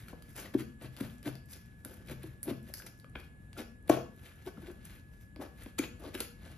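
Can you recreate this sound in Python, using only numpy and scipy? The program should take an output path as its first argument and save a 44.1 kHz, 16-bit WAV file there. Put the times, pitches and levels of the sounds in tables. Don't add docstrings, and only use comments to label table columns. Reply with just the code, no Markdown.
import sys
import numpy as np
from scipy import signal
from scipy.fft import rfft, irfft, next_fast_len
from scipy.io import wavfile
from scipy.ndimage import uniform_filter1d

SR = 44100
rng = np.random.default_rng(int(sys.argv[2]) if len(sys.argv) > 2 else 0)


def wav_record(signal):
    frames = np.transpose(np.atleast_2d(signal))
    bounded = np.clip(frames, -1, 1)
    quanta = np.round(bounded * 32767).astype(np.int16)
    wavfile.write(sys.argv[1], SR, quanta)


def volts_from_decibels(level):
    exponent = np.asarray(level, float) / 20
    return 10 ** exponent


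N = 289737
SIZE = next_fast_len(N + SR)
HZ = np.arange(SIZE // 2 + 1) * SR / SIZE

# start in [s], peak in [dB],
# rim answer in [dB re peak], pitch as [ratio to kind].
CREASE_SNAPS = [(0.0836, -39, 11, 1.02), (0.223, -40, 7.5, 1.02), (0.3635, -31, 2, 1.02),
                (0.823, -39.5, 4, 1.02), (1.229, -38.5, 5, 1.02), (1.458, -45.5, -23, 1.02),
                (1.8489, -27.5, 4, 1.02), (2.073, -45, -6, 1.02), (2.2317, -39, 9, 1.02),
                (2.4344, -29, -7, 1.02), (2.6294, -49, -14, 1.02), (2.749, -38, -24, 1.02),
                (2.821, -39, 11, 1.05), (2.865, -34, -10, 1.08), (2.874, -45, 14, 1.02),
                (2.9985, -45, -21, 1.02), (2.677, -47.5, 7, 1.02), (2.696, -50, 3, 1.02),
                (2.717, -55, -12.5, 1.1), (3.097, -49.5, -6, 1.02), (3.8262, -54, -14.5, 1.02),
                (3.876, -41, -4, 1.02), (3.8938, -24.5, -35.5, 1.08), (3.8965, -24, -1, 1.12),
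                (4.4466, -54, -25, 1.02), (4.7146, -42, -23, 1.02), (4.852, -32, -35, 1.02),
                (5.2105, -50, 8, 1.02), (5.635, -36.5, -17, 1.02), (5.784, -33, 14, 1.02),
                (6.204, -17.5, 4, 1.02), (6.2072, -27, 8.5, 1.02), (6.2005, -39, 6, 1.02)]
# start in [s], peak in [dB],
# rim answer in [dB re peak], pitch as [ratio to kind].
FOLD_SNAPS = [(0.3837, -46, 5, .8), (0.4564, -43, 5, .7), (0.5405, -44, 17, .8), (0.5927, -47, 5, .8),
              (0.5989, -44, 8, .8), (0.6084, -30, -6, 1.05), (0.966, -29, 2, 1.05), (0.972, -34, 8, 1.05),
              (1.0065, -50, 8, .6), (1.258, -39, 7, .8), (1.3542, -33.5, 5.5, 1.05),
              (1.5339, -28, -11, 1.15), (2.0965, -53, 5, 1.05), (2.569, -43.5, -10, 1.2),
              (2.8675, -42, 12, .7), (2.9987, -43, 2, 1.2), (3.0439, -48, 6, .7), (3.1569, -48, 14, 1.05),
              (3.5666, -57, -4, 1.05), (3.582, -32, -8, 1.05), (3.593, -49, 1, 1.05),
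              (3.6177, -34, 9, 1.05), (3.88, -39, 13, .8), (4.464, -42, 13, 1.05), (4.49, -52, 14, .6),
              (4.574, -55, 18, .6), (4.7, -53.5, 12, .6), (5.3611, -44.5, 17.5, .7), (5.418, -55, 5, 1.05),
              (5.661, -50, 22, .55), (6.038, -35, -16, 1.05), (6.1434, -45, -5, 1.05),
              (6.151, -26, 8, 1.05), (6.4317, -60, 10, 1.05)]
# start in [s], peak in [dB],
# rim answer in [dB re peak], pitch as [ratio to kind].
CUT_SNAPS = [(0.398, -30, -12, .9), (1.0014, -56, -10, .9), (1.183, -47, -18, 1.05),
             (1.338, -54, -12, 1.05), (2.7394, -23, -5, .68), (2.8645, -39, -11, .9),
             (2.977, -49, -25, 1.3), (2.989, -49, -25, 1.3), (3.5302, -41, 12, 1.05),
             (3.8989, -18.5, -22, .95), (5.7878, -23.5, -16, 1.05), (5.7894, -20.5, 7, 1.05),
             (5.8134, -46, -15, 1.05), (2.7425, -36, -7, .7), (2.87, -34, -5, .7)]
# start in [s], peak in [dB],
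# rim answer in [dB re peak], pitch as [ratio to kind].
SNIP_SNAPS = [
    (2.4303, -16, -13, 1.02),
    (2.7386, -20.5, -19, 1.05),
]
# frequency in [Hz], density in [dB per Hz].
FOIL_SPECTRUM = [(3000, -14), (4700, -2), (6000, -6), (8000, -2.5), (10000, 0), (12000, -.5), (13200, -7),
                 (14500, -18), (16000, -21)]
# frequency in [Hz], density in [dB per Hz].
RIM_SPECTRUM = [(500, 1), (1000, -4.5), (1500, 3.5), (2400, 2.5), (3500, 0), (4300, 1), (6500, -17)]
# firmest contact in [s], foil level in [dB],
# rim level in [dB re foil], hollow body level in [dB re foil], fade time in [s].
RUB_STROKES = [(0.0, -60.5, 0, -27, 0.11), (0.1, -75.5, 6, 18.5, 0.2), (0.3, -64.5, -5, -7, 0.44),
               (0.45, -66, 7, 10, 0.076), (0.992, -61.5, 0.5, 2, 0.3), (1.32, -83, 16, 24.5, 0.071),
               (1.62, -70, 0, -27, 0.22), (1.9, -64, -1.5, 4.5, 0.34), (2.101, -78.5, 0, 35.5, 0.055),
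               (2.232, -64.5, 2.5, 2.5, 0.18), (2.689, -66.5, -0.5, 2, 0.36), (2.84, -69.5, -9, 11.5, 0.11),
               (3.24, -66, 3, -1, 0.047), (3.42, -79, -11, -24, 0.24), (3.923, -61, 1, 22.5, 0.15),
               (4.249, -63, 0.5, -3.5, 0.41), (4.67, -74, 2.5, 9, 0.32), (4.865, -69, -3, -9, 0.21),
               (5.428, -84.5, 10, 27.5, 0.081), (5.62, -86, 6, -5, 0.12), (6.02, -65, 2, 9, 0.24),
               (6.17, -87, 4, 17, 0.086), (6.461, -64, 4.5, 4.5, 0.33)]
# centre in [s], bright level in [dB],
# dull level in [dB], body level in [dB], half length in [s].
FOLD_CRUNCHES = [(0.1, -66, -66, -85, 0.029), (0.395, -49, -53, -53.5, 0.029),
                 (0.544, -51.5, -46.5, -43, 0.005), (0.602, -49, -46.5, -77, 0.018),
                 (0.844, -60, -54, -49.5, 0.028), (1.008, -53, -48, -54, 0.0045),
                 (1.039, -64, -59, -56, 0.03), (4.663, -76, -68, -58, 0.047), (5.15, -74, -77, -80, 0.064),
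                 (1.271, -53.5, -50, -45, 0.021), (1.525, -57.5, -67, -69, 0.033),
                 (2.1, -56.5, -52, -70, 0.024), (2.494, -60, -54, -45, 0.029),
                 (2.782, -55, -69, -76, 0.028), (2.869, -54, -56, -61, 0.005),
                 (3.187, -71.5, -65, -61, 0.036), (3.595, -51, -49.5, -42, 0.024),
                 (3.898, -34.5, -31.5, -27, 0.0029), (4.476, -63, -63.5, -49, 0.017),
                 (4.593, -71, -72, -66, 0.041), (4.912, -67, -63.5, -73, 0.068),
                 (3.931, -55, -49, -46, 0.032), (0.453, -72, -61, -59.5, 0.028),
                 (5.83, -61, -51, -52.5, 0.032), (1.56, -73, -67, -67, 0.031),
                 (5.463, -80, -69, -58, 0.016), (4.706, -70, -68.5, -60, 0.0072),
                 (5.234, -69.5, -75, -89, 0.022), (5.424, -56.5, -59, -47, 0.017),
                 (5.632, -66, -63, -65.5, 0.064), (5.79, -41, -39.5, -46, 0.0054),
                 (6.054, -80, -63.5, -48.5, 0.029), (6.149, -53, -49.5, -49, 0.0086),
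                 (6.209, -52, -50.5, -58, 0.039)]
# frequency in [Hz], width in [Hz], level in [dB].
TUB_MODES = [(310, 85, 1.5), (468, 37, -3), (487.5, 45.6, -3), (690, 104, -7.5), (783, 103, -11),
             (960, 54, -14), (1092, 62, -15.5), (1567, 33, -17.5)]
# start in [s], peak in [dB], pitch in [Hz],
# knock on the tub in [dB re peak], t60 in [s].
SEAL_TUGS = [(0.129, -40.5, 266, 5, 0.02), (0.5476, -32.5, 310, 0.5, 0.026), (0.603, -31, 298, -12, 0.1),
             (0.841, -37.5, 298, -19, 0.047), (1.008, -23.5, 267, -14, 0.028),
             (1.2715, -35.5, 285, 0, 0.067), (1.855, -38, 266, -4, 0.025), (2.105, -39.5, 246, -33, 0.18),
             (2.238, -37.5, 314.5, -4.5, 0.12), (2.481, -23.5, 310, -12, 0.048),
             (2.509, -26, 273, -9, 0.053), (3.155, -40, 282, 3.5, 0.036), (3.586, -39, 228, 0, 0.13),
             (3.917, -39, 297, -18, 0.11), (4.465, -34, 359, -15, 0.02), (4.577, -36, 215, -9, 0.019),
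             (4.682, -37.5, 362, -21, 0.077), (4.702, -40, 341, -23, 0.069), (4.629, -45, 333, -15, 0.14),
             (5.361, -47, 296, 5.5, 0.36), (5.398, -33.5, 310, -4, 0.024), (5.661, -35.5, 280, -4.5, 0.019),
             (5.794, -41, 288, 2, 0.02), (6.039, -46, 415, 8, 0.055), (6.153, -40.5, 310, -2, 0.014),
             (6.203, -35.5, 355, 4.5, 0.018), (1.2592, -27.5, 296, -12, 0.045),
             (1.033, -39.5, 268, -6, .08), (2.468, -33.5, 297, -12, 0.11), (2.504, -33.5, 298, -4, 0.04),
             (5.39, -37, 292, -14, .03), (5.411, -39.5, 333, 6.5, 0.073)]
# start in [s], peak in [dB].
CUSHION_THUDS = [(0.549, -44), (0.598, -51), (0.841, -48), (1.01, -47.5), (1.27, -44.5), (2.103, -48.5),
                 (2.24, -51), (2.481, -48), (2.51, -49), (3.153, -68), (3.531, -63), (3.897, -39.5),
                 (5.792, -53.5)]
# start in [s], pitch in [Hz], peak in [dB], swell time in [s].
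SEAL_SWINGS = [
    (0.5483, 303, -16.5, 0.0061),
    (1.2703, 296, -29, .01),
    (5.7901, 296, -21.5, 0.0084),
    (6.1522, 307, -30.5, 0.0054),
    (6.2045, 333, -37, 0.0034),
    (2.519, 290, -34.5, 0.0062),
    (2.4895, 324, -32, 0.0052),
]
# start in [s], pitch in [Hz], peak in [dB], t60 in [s].
POP_MODES = [
    (3.8964, 645, -11.5, .021),
    (3.8975, 312, -9, .035),
    (3.8995, 430, -19, .022),
    (3.8985, 1090, -24, .016),
    (3.8955, 1637, -29, .012),
    (3.8955, 2250, -30, .01),
    (3.8955, 520, -19, .012),
    (3.897, 850, -25, .014),
]
# start in [s], pitch in [Hz], peak in [dB], t60 in [s].
RIM_TAPS = [(3.0445, 544, -48.5, 0.017), (3.0445, 1210, -47.5, 0.01), (3.567, 1400, -44.5, 0.017),
            (6.5, 720, -52, 0.014), (2.49, 630, -44, 0.038), (5.7925, 2320, -30, 0.011),
            (5.792, 467, -27.5, 0.013), (5.787, 2600, -37, 0.0045), (5.799, 2360, -40, 0.011),
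            (5.801, 1570, -45, .015), (0.0822, 1400, -45.5, .008), (0.084, 2550, -48, 0.0065),
            (2.0975, 1580, -39.5, 0.0085), (1.2572, 1780, -36, 0.0043), (1.1, 3300, -46, 0.0028),
            (2.8, 1600, -44, .012), (2.8, 1500, -46, 0.0072), (2.7, 581, -40, 0.01),
            (0.5478, 630, -29.5, 0.0094), (5.7915, 640, -34, .008), (3.912, 1090, -37, 0.055),
            (5.418, 790, -39, 0.025), (6.045, 900, -49.5, 0.026), (0.459, 1970, -42, 0.0085),
            (2.821, 1900, -56, .008), (6.2065, 2600, -33, 0.0055), (4.64, 1500, -58, .03),
            (4.572, 1330, -48.5, 0.012), (4.698, 1200, -55, .015)]
# frequency in [Hz], level in [dB], t60 in [s].
BLADE_MODES = [(1090, -19, 5.0), (1640, 4.5, 0.49), (2340, 3, 5.0), (2400, -2.5, 0.13), (2820, -10, 0.61),
               (3240, -2, 0.13)]
# start in [s], peak in [dB].
BLADE_CLACKS = [
    (2.822, -47),
    (3.0446, -49),
    (3.1541, -35),
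    (3.1569, -30),
    (3.166, -44),
    (6.1509, -31.5),
]
# frequency in [Hz], t60 in [s].
ECHO_T60 = [(100, 0.47), (300, 0.31), (1000, 0.31), (4000, 0.32), (12000, 0.24)]
# frequency in [Hz], level in [dB].
ECHO_LEVEL = [(100, 5.5), (210, 4), (300, -7.5), (450, 3.5), (700, 2.5), (1500, 4), (2450, 1), (3500, 4),
              (12000, -2.5)]
# frequency in [Hz], likeness of diffuse sound in [0-1],
# left lead in [radians], left-right balance in [dB].
MIC_PORTS = [(0, .99, 0, .7), (80, .9, 0, 1.9), (350, .75, .15, 2.6), (550, .4, .1, 5.5),
             (800, .2, -.2, 4.5), (1500, .3, .1, 2.5), (2400, .6, .6, 2.5), (3200, .55, 1.3, 3.5),
             (5200, .3, 1.1, 5.5), (5700, .2, -.9, 3.5), (7000, .4, -1.9, 3.5), (7700, .88, -2.75, .6),
             (8500, .93, -3.14, 0), (9400, .88, -3.55, -.2), (11000, .62, -4.55, -.6),
             (12700, .85, -5.8, -.6), (16000, .94, -6.28, 0)]
# frequency in [Hz], level in [dB rms], left lead in [radians],
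# left-right balance in [dB].
WHINE_TONES = [(1698.5, -67, -1.8, -1.2), (8495, -80, np.pi, 0)]
# time in [s], level in [dB].
TRAFFIC_SWELL = [(0.0, -54), (0.86, -55.5), (1.9, -56.5), (2.1, -52.5), (2.87, -57.5), (3.15, -54),
                 (3.92, -55), (4.32, -56.5), (4.83, -53.5), (5.2, -56), (5.95, -54.5), (6.57, -54)]
# frequency in [Hz], density in [dB per Hz].
RUMBLE_SPECTRUM = [(24, -41.5), (40, 0.5), (80, 2), (220, -6.5), (377, -20.5), (737, -29), (1300, -42.5),
                   (1690, -93.5), (2860, -120)]
# frequency in [Hz], density in [dB per Hz].
HISS_SPECTRUM = [(500, -7), (1200, 6), (2400, 4), (4000, -3.5), (5600, -18), (8000, 6.5), (12000, -3),
                 (13500, -21.5), (15000, -49)]

CREASE_HZ, CREASE_FLIP_S, CREASE_CRACK = 10030, 0.0018, 0.13
FOLD_HZ, FOLD_FLIP_S, FOLD_CRACK = 3180, 0.00084, 1
CUT_HZ, CUT_FLIP_S, CUT_CRACK = 6900, 0.0014, 0.34
SNIP_HZ, SNIP_FLIP_S, SNIP_CRACK = 11500, 0.0005, 0.4
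STROKE_FADE_DB, STROKE_RISE_SHARE = 22.5, 0.33
TUG_RISE_S, WALL_HZ = 0.006, 630
CUSHION_HZ, CUSHION_T60_S = 130, 0.24
SWING_SHARPNESS, SLACK_CYCLES, SLACK_S = 2.2, 0.28, 0.0015
POP_RISE_CYCLES = 0.8
POP_DAMPING = 1.63
FIRST_ECHO_S = 0.0032
BOUNCE_S, BOUNCE_DB, BOUNCE_FROM_HZ = 0.0006, -9, 3700
HISS_DB = -75.5


def rms_one(x):
    return x / np.sqrt(np.mean(x ** 2) + 1e-20)


def at_hz(points, hz):
    points = np.array(points)
    return np.interp(np.log(hz + 1), np.log(points[:, 0]), points[:, 1])


def colour(x, spectrum):
    size = 8192
    level_db = at_hz(spectrum, np.arange(size // 2 + 1) * SR / size)
    cepstrum = irfft(np.log(volts_from_decibels(level_db)), size)
    cepstrum[1:size // 2] *= 2
    cepstrum[size // 2 + 1:] = 0
    pulse = irfft(np.exp(rfft(cepstrum)), size)
    return signal.fftconvolve(x, pulse / np.sqrt(np.sum(pulse ** 2)))[:N]


def resonate(x, modes):
    out = 0
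    for k, (hz, width, db) in enumerate(modes):
        r = np.exp(-np.pi * width / SR)
        poles = [1, -2 * r * np.cos(2 * np.pi * hz / SR), r * r]
        ring = signal.lfilter([1, 0, -1], poles, x) * (1 - r * r) / 2
        out = out + (-1) ** k * volts_from_decibels(db) * ring
    return out


def drift(rate):
    r = np.exp(-80 * np.pi * rate / SR)
    noise = rng.standard_normal(N // 40 + 2002)
    slow = signal.lfilter([1], [1, -2 * r, r * r], noise)[2000:]
    return np.interp(np.arange(N) / 40, np.arange(len(slow)), rms_one(slow - slow.mean()))


def snaps(after_s=0.019, after_db=-20, edge_db=5, width=0.8):
    t = np.arange(1500) / SR
    bright, dull = np.zeros((2, N + len(t)))
    kinds = (
        (CREASE_SNAPS, CREASE_HZ, CREASE_FLIP_S, CREASE_CRACK),
        (FOLD_SNAPS, FOLD_HZ, FOLD_FLIP_S, FOLD_CRACK),
        (CUT_SNAPS, CUT_HZ, CUT_FLIP_S, CUT_CRACK),
        (SNIP_SNAPS, SNIP_HZ, SNIP_FLIP_S, SNIP_CRACK))
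    for rows, ring_hz, flip_s, crack in kinds:
        for s, db, rim_db, pitch in rows:
            at, hz = round(s * SR), min(ring_hz * pitch, 15000)
            chance = rng.standard_normal((2, len(t)))
            flutter = volts_from_decibels(after_db) * np.exp(-t / after_s)
            push = (np.exp(-t / max(flip_s, 0.0002)) + flutter) * chance
            push[:, 0] = volts_from_decibels(edge_db) * np.sign(chance[:, 0])
            ring = resonate(push[0], [(hz, width * hz, 0)])
            ring = resonate(ring, [(hz, width * hz, 7)])
            bright[at:at + len(t)] += volts_from_decibels(db - 15) * (crack * push[0] + ring)
            dull[at:at + len(t)] += volts_from_decibels(db + rim_db - 20) * push[1]
    return colour(bright, FOIL_SPECTRUM) + colour(dull, RIM_SPECTRUM)


def grains(per_s, spread_db, smooth):
    sizes = volts_from_decibels(spread_db * np.minimum(rng.exponential(1, N), 4)) * rng.choice([-1, 1], N)
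    slips = rms_one(sizes * (rng.random(N) < per_s / SR))
    return rms_one(slips + smooth * rng.standard_normal(N))


def crackle(patchy_db=2.5, width=0.66):
    slips, dealt = grains(2500, spread_db=3.5, smooth=0), rng.integers(0, 10, N)
    out = 0
    for k, hz in enumerate(np.geomspace(700, 15000, num=10)):
        patch = rms_one(slips * (dealt == k)) + 0.8 * rng.standard_normal(N)
        out = out + volts_from_decibels(patchy_db * drift(14.5)) * resonate(patch, [(hz, width * hz, 0)])
    return rms_one(out)


def effort():
    gains, t = np.zeros((3, N)), np.arange(N) / SR
    for s, db, rim_db, body_db, fade_s in RUB_STROKES:
        near = slice(max(round((s - 0.5) * SR), 0), round((s + 0.5) * SR))
        away = np.maximum(t[near] - s, (s - t[near]) / STROKE_RISE_SHARE) / fade_s
        gains[:, near] += volts_from_decibels(db + np.array([[0], [rim_db], [body_db]]) - STROKE_FADE_DB * away)
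    for s, *levels_db, half_s in FOLD_CRUNCHES:
        near = slice(max(round((s - 0.2) * SR), 0), round((s + 0.16) * SR))
        swell = np.exp(-((t[near] - s) / half_s) ** 2)
        gains[:, near] += volts_from_decibels(np.array(levels_db))[:, None] * swell
    return gains


def rub():
    slips = crackle()
    bright = rms_one(colour(slips, FOIL_SPECTRUM))
    dull = rms_one(colour(slips, RIM_SPECTRUM))
    body = rms_one(resonate(grains(400, spread_db=4.5, smooth=0.86), TUB_MODES))
    grip = volts_from_decibels(2.2 * drift(30))
    return grip * np.sum(effort() * [bright, dull, body], axis=0)


def tugs(wobble=0.032, knock_s=0.0061, lopsided=0.26, wall_db=-1, wall_t60_s=0.038):
    t = np.arange(SR // 4) / SR
    out, knocks = np.zeros((2, N + len(t)))
    tension = 1 + wobble * np.append(drift(50), np.zeros(len(t)))
    thud = np.sin(2 * np.pi * CUSHION_HZ * t) * np.minimum(t / 0.0044, 1) * volts_from_decibels(-60 * t / CUSHION_T60_S)
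    wall = volts_from_decibels(wall_db - 60 * t / wall_t60_s) * np.sin(2 * np.pi * WALL_HZ * t)
    rise = np.sin(np.pi / 2 * np.minimum(t / TUG_RISE_S, 1))
    for s, db, hz, knock_db, t60 in SEAL_TUGS:
        at = round(s * SR)
        turn = 2 * np.pi * hz * np.cumsum(tension[at:at + len(t)]) / SR
        swell = rise * volts_from_decibels(-60 * np.maximum(t - TUG_RISE_S, 0) / t60)
        out[at:at + len(t)] += volts_from_decibels(db - 2.5) * swell * (np.sin(turn) + volts_from_decibels(knock_db) * wall)
        scrape = rng.standard_normal(len(t)) * np.exp(-t / knock_s)
        knocks[at:at + len(t)] += volts_from_decibels(db + knock_db + 3.5) * scrape
        knocks[at] += volts_from_decibels(db + knock_db + 39)
    for s, db in CUSHION_THUDS:
        at = round(s * SR)
        out[at:at + len(t)] += volts_from_decibels(db + 8) * thud
    out = out + lopsided * out ** 2
    return (out + resonate(knocks, TUB_MODES[1:]))[:N]


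def swings():
    t, out = np.arange(SR // 10) / SR, np.zeros(N + SR)
    for s, hz, db, swell_s in SEAL_SWINGS:
        at = round(s * SR)
        turn = 2 * np.pi * (hz * t + SLACK_CYCLES * (1 - np.exp(-t / SLACK_S)))
        swell = t / swell_s * np.exp((1 - (t / swell_s) ** 2) / 2)
        out[at:at + len(t)] += volts_from_decibels(db) * swell ** SWING_SHARPNESS * np.sin(turn)
    return out[:N]


def pop():
    t, out = np.arange(SR // 4) / SR, np.zeros(N + SR)
    for s, hz, db, t60 in POP_MODES + RIM_TAPS:
        at = round(s * SR)
        decay = volts_from_decibels(db - 60 * (t / t60) ** POP_DAMPING)
        rise = 1 - np.exp(-t * hz / POP_RISE_CYCLES)
        out[at:at + len(t)] += decay * rise * np.sin(2 * np.pi * hz * t)
    return out[:N]


def blades():
    clicks = np.full(N, 1e-18)
    for s, db in BLADE_CLACKS:
        clicks[round(s * SR)] = volts_from_decibels(db - 10)
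    clicks = signal.sosfilt(signal.butter(4, 3800, fs=SR, output="sos"), clicks)
    out = 0
    for hz, db, t60 in BLADE_MODES:
        r, w = volts_from_decibels(-60 / (min(t60, 0.014) * SR)), 2 * np.pi * hz / SR
        out = out + signal.lfilter([0, volts_from_decibels(db) * np.sin(w)], [1, -2 * r * np.cos(w), r * r], clicks)
    return out


def room(x):
    t, tails = np.arange(SR // 2) / SR, 0
    white = rng.standard_normal((2, len(t)))
    for low in 60 * 2 ** np.arange(8):
        octave = signal.butter(2, [low, 2 * low], "band", fs=SR, output="sos")
        decay = volts_from_decibels(-29 - 60 * t / at_hz(ECHO_T60, 1.1 * low))
        tails = tails + signal.sosfilt(octave, white) * decay
    start = np.clip(t / FIRST_ECHO_S - 1, 0, 1)
    tails = rfft(tails * start, SR)
    near, wide = [uniform_filter1d(abs(tails) ** 2, size=hz) for hz in (14, 400)]
    strength = volts_from_decibels(at_hz(ECHO_LEVEL, np.arange(SR // 2 + 1)))
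    tails = irfft(tails * np.sqrt(wide / near) * strength, SR)[:, :len(t)]
    return rfft(x, SIZE) * rfft(tails * start, SIZE)


def ports(direct, diffuse):
    hz, *columns = np.transpose(MIC_PORTS)
    alike, lead, balance_db = [np.interp(HZ, hz, c) for c in columns]
    alike = np.clip(alike, 0, 1)
    delay = np.exp(-2j * np.pi * HZ * BOUNCE_S)
    bounce = volts_from_decibels(BOUNCE_DB) * HZ ** 2 / (HZ ** 2 + BOUNCE_FROM_HZ ** 2) * delay
    left = direct * (1 + bounce) + diffuse[0]
    right = direct * (1 - bounce) + alike * diffuse[0] + np.sqrt(1 - alike ** 2) * diffuse[1]
    left = left * volts_from_decibels(balance_db / 2)
    right = right * volts_from_decibels(-balance_db / 2) * np.exp(-1j * lead)
    return irfft([left, right], SIZE)[:, :N]


def whine():
    out, t = np.zeros((2, N)), np.arange(N) / SR
    for hz, db, lead, balance_db in WHINE_TONES:
        turn = 2 * np.pi * hz * t + 2.4 * drift(1)
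        level = np.sqrt(2) * volts_from_decibels(db + 0.17 * drift(23))
        left = volts_from_decibels(balance_db / 2) * np.sin(turn + lead)
        right = volts_from_decibels(-balance_db / 2) * np.sin(turn)
        out += level * np.array([left, right])
    return out


def background():
    def draw(spectrum, db):
        return volts_from_decibels(db) * colour(rng.standard_normal(N + 8192), spectrum)

    s, db = np.transpose(TRAFFIC_SWELL)
    traffic_db = np.interp(np.arange(N) / SR, s, db) + 2
    hiss_db = HISS_DB + 2.5 + drift(1)
    sides = [draw(RUMBLE_SPECTRUM, traffic_db) + draw(HISS_SPECTRUM, hiss_db) for side in range(2)]
    return rfft(sides, SIZE)


def scene():
    tub = snaps() + rub() + tugs() + swings() + pop() + blades()
    return ports(rfft(tub, SIZE), room(tub) + background()) + whine()


def thin_out(x, top_db=-13, faint_db=-103, jump_db=7):
    hop, width, masked_db = 1024, 16, -8
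    pair = np.array([x[0] + x[1], x[0] - x[1]]) / 2
    hz, _, bins = signal.stft(pair, SR, "cosine", 2 * hop, hop)
    power = (abs(bins[:, :hop]) ** 2).reshape(2, -1, width, bins.shape[-1]).mean(axis=2) + 1e-20
    centre = hz[width // 2:hop:width, None]
    loudest = power.max(axis=0)
    treble = loudest[(centre[:, 0] > 9600) & (centre[:, 0] < 12400)].mean(axis=0)
    weak = (power < loudest * volts_from_decibels(2 * masked_db)) & (centre > 7500)
    floor = np.maximum(treble * volts_from_decibels(2 * top_db), volts_from_decibels(2 * faint_db))
    weak |= (power < floor) & (centre > 13000)
    bins[:, :hop] *= np.repeat(~weak, width, axis=1)
    mid, side = signal.istft(bins, SR, "cosine", 2 * hop, hop)[1][:, :N]
    steps = uniform_filter1d(np.diff(x[0], prepend=0) ** 2, size=128)[::128] + 1e-20
    usual = uniform_filter1d(steps, size=8)[4:-4]
    jumps = np.flatnonzero(steps[8:] > volts_from_decibels(2 * jump_db) * usual) + 8
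    sharp = np.zeros(N)
    sharp[jumps * 128] = 1
    kept = np.minimum(np.convolve(sharp, np.hanning(768) * 2)[256:N + 256], 1)
    return kept * x + (1 - kept) * np.array([mid + side, mid - side])


def low_pass(x):
    return signal.sosfilt(signal.butter(12, 16470, fs=SR, output="sos"), x)


def record(dry):
    x = signal.sosfilt(signal.butter(3, 36, "high", fs=SR, output="sos"), dry)
    x = signal.sosfilt(signal.cheby2(12, 60, 16500, fs=SR, output="sos"), x)
    return low_pass(thin_out(x))


dry = scene()
out = record(dry)
wav_record(out)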